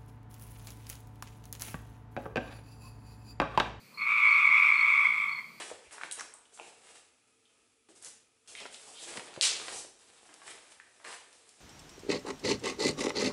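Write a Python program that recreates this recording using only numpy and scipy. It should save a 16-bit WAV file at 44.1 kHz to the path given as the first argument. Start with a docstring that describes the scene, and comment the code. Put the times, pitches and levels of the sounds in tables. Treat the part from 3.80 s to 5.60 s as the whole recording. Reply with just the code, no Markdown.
"""A tree frog trills once, for a second and a half, close to a wooden porch at night.
Each of its 55 or so pulses a second is a short tone that sags in pitch. Its octave (twice the
pitch) rings loudest in the frog's vocal sac, and echoes from the boards smear the pulses together.
A small animal chirps high up in groups of three, over a far frog chorus and a low rumble."""
import sys
import numpy as np
from scipy import signal
from scipy.fft import rfft, irfft
from scipy.io import wavfile
from scipy.ndimage import uniform_filter1d

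SR = 44100
rng = np.random.default_rng(int(sys.argv[2]) if len(sys.argv) > 2 else 0)


def generate_wav(signal):
    """Clip the signal to [-1, 1] and save it as 16-bit WAV at the path in sys.argv[1]."""
    frames = np.transpose(np.atleast_2d(signal))
    scaled = np.clip(frames, -1, 1) * 32767
    pcm = np.round(scaled).astype(np.int16)
    wavfile.write(sys.argv[1], SR, pcm)


N = 79380
T = np.arange(N) / SR

# Levels in the tables are relative: the functions set the final loudness.
# Night air and low rumble: frequency_hz, level_db
AIR_SHAPE = [(25, -32.5), (55, -31), (90, -10.5), (135, 0.5), (210, 4), (280, -6), (450, -6.5), (700, -11),
             (1600, -16), (3500, -17.5), (8000, -18), (15000, -20)]
# Bands of sound from the far frogs: centre_hz, width_hz, level_db
CHORUS_BANDS = [(1150, 390, -71.5), (2320, 260, -65), (4530, 330, -66.5)]
# The small animal's notes: start_s, level_db, pitch_hz
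CHIRP_NOTES = [(0.1414, -45.5, 4204), (0.1763, -36.5, 4356), (0.2114, -40, 4283), (0.4534, -50, 4250),
               (0.4822, -41, 4440), (0.5232, -39, 4370), (0.9365, -39, 4333), (0.9694, -36.5, 4310),
               (1.0014, -37, 4363), (1.4825, -46, 4300), (1.517, -40, 4410), (1.5522, -40, 4330)]
# How fast the tree frog pulses: time_s, pulses_per_s
TRILL_SPEED = [(.12, 55.2), (.62, 54.9), (.78, 57), (.9, 55.4), (1.1, 55.3), (1.2, 53.4), (1.35, 53.5),
               (1.6, 52.3)]
# Its voice through the call: time_s, octave_db, pitch_hz, base_tone_db, overtones_db
FROG_VOICE = [(.12, -80, 1050, -49, -74), (.157, -49.5, 1065, -42, -72.5), (.176, -26, 1183, -35, -67),
              (.21, -20, 1148, -31.5, -60.5), (.27, -15.5, 1183, -25, -45), (.35, -11.5, 1176, -22, -41),
              (.44, -10, 1156, -22, -43), (.6, -10, 1161, -21, -40.5), (.84, -9, 1156, -21.5, -41),
              (.93, -12.5, 1133, -23, -38), (1.1, -11.5, 1151, -24.5, -40.5),
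              (1.26, -13.5, 1139, -23.5, -36.5), (1.285, -18.5, 1140, -29, -42.5),
              (1.45, -18, 1126, -27.5, -39), (1.53, -25, 1092, -30.5, -51.5), (1.59, -28, 1081, -39.5, -49)]
# Its weak higher tones: multiple_of_pitch, level_db
FROG_OVERTONES = [(3, 1.5), (5, -26), (7, -20.5)]
# The low rasp in each pulse: frequency_hz, level_db
RASP_SHAPE = [(500, -51.5), (760, -18.5), (930, 9), (1400, -1), (1650, 1), (1950, -3), (2650, 1),
              (3000, -0.5), (3250, 2), (3650, -4), (4000, -7.5), (5300, -15), (7000, -21), (8300, -19.5),
              (10200, -30.5), (15000, -35)]
# The thin, high wheeze in each pulse: frequency_hz, level_db
WHEEZE_SHAPE = [(2500, -32), (4500, -24), (5400, -4.5), (6900, -18), (7850, 0.5), (8500, -6), (9100, -12),
                (9600, -12), (10300, -24), (11550, -25), (11850, -5), (12200, -34), (15000, -28.5)]
# A filter for the call's tone colour, weak below its base tone: frequency_hz, gain_db It dips sharply near 3
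# kHz, between the octave and the third partial.
TONE_FILTER = [(400, -4), (720, -14), (880, -4.5), (1040, -3), (1350, 5), (1650, -3.5), (1930, -2.5),
               (2130, 1), (2700, -2.5), (2880, -1.5), (3000, -19.5), (3150, -0.5)]


def undb(db):
    """Turn decibels into a number to multiply by."""
    return 10 ** (np.asarray(db) / 20)


def unit(x):
    """Scale a signal to an average power of 1."""
    return x / np.sqrt(np.mean(x ** 2) + 1e-20)


def curve(table, t, column=1):
    """Read one column of a table at the times t, gliding between rows."""
    rows = np.array(table)
    return np.interp(t, rows[:, 0], rows[:, column])


def colour(x, shape):
    """Turn frequencies up or down, following rows of frequency_hz, gain_db."""
    hz, db = np.array(shape).T
    f = np.maximum(np.fft.rfftfreq(N, 1 / SR), 1)
    return irfft(rfft(x) * undb(np.interp(np.log(f), np.log(hz), db)), N)


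def shaped_noise(shape):
    """Noise with the given balance of low and high frequencies."""
    return unit(colour(rng.standard_normal(N), shape))


def waver(rate_hz):
    """Smooth random motion with a spread near 1."""
    hold = int(SR / rate_hz)
    steps = np.repeat(rng.standard_normal(N // hold + 1), hold)
    return unit(uniform_filter1d(uniform_filter1d(steps, hold), hold)[:N])


def swell(age, rise_s):
    """A quick rounded rise to 1 and a slower fall."""
    progress = np.maximum(age, 0) / rise_s
    return (progress * np.exp(1 - progress)) ** 2


def night_air(level_db=-60):
    """A steady low rumble with a soft hiss of air."""
    return undb(level_db) * shaped_noise(AIR_SHAPE)


def far_chorus(waver_db=1.0):
    """Many far frogs merge into wavering bands of noise."""
    f = np.fft.rfftfreq(N, 1 / SR)
    out = np.zeros(N)
    for centre_hz, width_hz, level_db in CHORUS_BANDS:
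        hump = 1 / (1 + ((f - centre_hz) / width_hz) ** 2)
        band = unit(irfft(rfft(rng.standard_normal(N)) * hump, N))
        out += undb(level_db + waver_db * waver(rate_hz=25)) * band
    return out


def porch_echoes(x, echo_db):
    """Dense early echoes from the boards and a weaker tail from the trees; the power stays the same."""
    boards, trees = (3.5, 0.18), (-0.5, 0.73)  # level_db, fade_s (time to fall by 60 dB)
    first_echo_s = .004
    response = np.zeros(N)
    response[0] = 1  # the sound that arrives directly
    for level_db, fade_s in boards, trees:
        fade = np.exp(-np.log(1000) * T / fade_s) * (T > first_echo_s)
        echoes = unit(rng.standard_normal(N) * fade) / np.sqrt(N)
        response += undb(level_db + echo_db) * echoes
    return unit(signal.fftconvolve(x, response)[:N]) * np.std(x)


def animal_chirps(gain_db=-3, length_s=.019, fall_hz_per_s=5000):
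    """A small animal's short, high whistles, each falling in pitch."""
    out = np.zeros(N)
    for start_s, level_db, pitch_hz in CHIRP_NOTES:
        age = T - start_s
        phase = 2 * np.pi * np.cumsum(pitch_hz - fall_hz_per_s * (age - length_s / 2)) / SR
        arch = np.sqrt(np.abs(np.sin(np.pi * np.clip(age / length_s, 0, 1))))
        out += undb(level_db + gain_db) * arch * np.sin(phase)
    return out


def tree_frog(start_s=.1195, end_s=1.595):
    """A run of short tones with a little rasp and wheeze; the vocal sac rings loudest at the octave."""
    rise_s, rasp_rise_s = .0018, .003
    sag_per_s = 4.3  # how fast a pulse drops, as a share of its pitch
    rasp_db, wheeze_db = -23.5, -14.5  # compared with the octave and the overtones
    time_scatter_s, pitch_scatter, level_scatter_db = .0005, .017, 1.28
    pulse_count = np.cumsum(curve(TRILL_SPEED, T) * (T >= start_s)) / SR
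    pulse_times = T[np.flatnonzero(np.diff(np.ceil(pulse_count)) > 0)]
    pulse_times = pulse_times[pulse_times < end_s]
    rasp, wheeze = shaped_noise(RASP_SHAPE), shaped_noise(WHEEZE_SHAPE)
    chances = rng.standard_normal((N // 400, 4))  # no two pulses are quite alike
    out = np.zeros(N)
    for time_s, (time_nudge, pitch_nudge, level_nudge, first_phase) in zip(pulse_times, chances):
        octave_db, pitch_hz, base_db, overtones_db = (curve(FROG_VOICE, time_s, k) for k in range(1, 5))
        age = T - time_s - time_scatter_s * time_nudge
        sounding = (age > 0) & (age < 20 * rise_s)
        age = age[sounding]
        sagging_hz = pitch_hz * (1 + pitch_scatter * pitch_nudge) * (1 - sag_per_s * (age - rise_s))
        phase = 2 * np.pi * (np.cumsum(sagging_hz) / SR + first_phase)
        base_tone = undb(base_db) * np.sin(phase)
        octave = undb(octave_db) * np.sin(2 * phase)
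        overtones = sum(undb(db) * np.sin(multiple * phase) for multiple, db in FROG_OVERTONES)
        highs = undb(overtones_db) * (overtones + undb(wheeze_db) * wheeze[sounding])
        pulse = swell(age, rise_s) * (base_tone + octave + highs)
        pulse += undb(octave_db + rasp_db) * swell(age, rasp_rise_s) * rasp[sounding]
        out[sounding] += undb(level_scatter_db * level_nudge) * pulse
    return colour(out, TONE_FILTER)


def scene():
    """The frog and the chirps echo off the porch, over the night background, in one channel."""
    frog = porch_echoes(tree_frog(), echo_db=2.5)
    chirps = porch_echoes(animal_chirps(), echo_db=-6)
    return (frog + chirps + night_air() + far_chorus())[None]


def record(dry):
    """Cut away the very highest treble."""
    top_hz = 15350
    return signal.sosfilt(signal.ellip(10, .2, 80, top_hz, fs=SR, output="sos"), dry)


dry = scene()
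out = record(dry)
generate_wav(out)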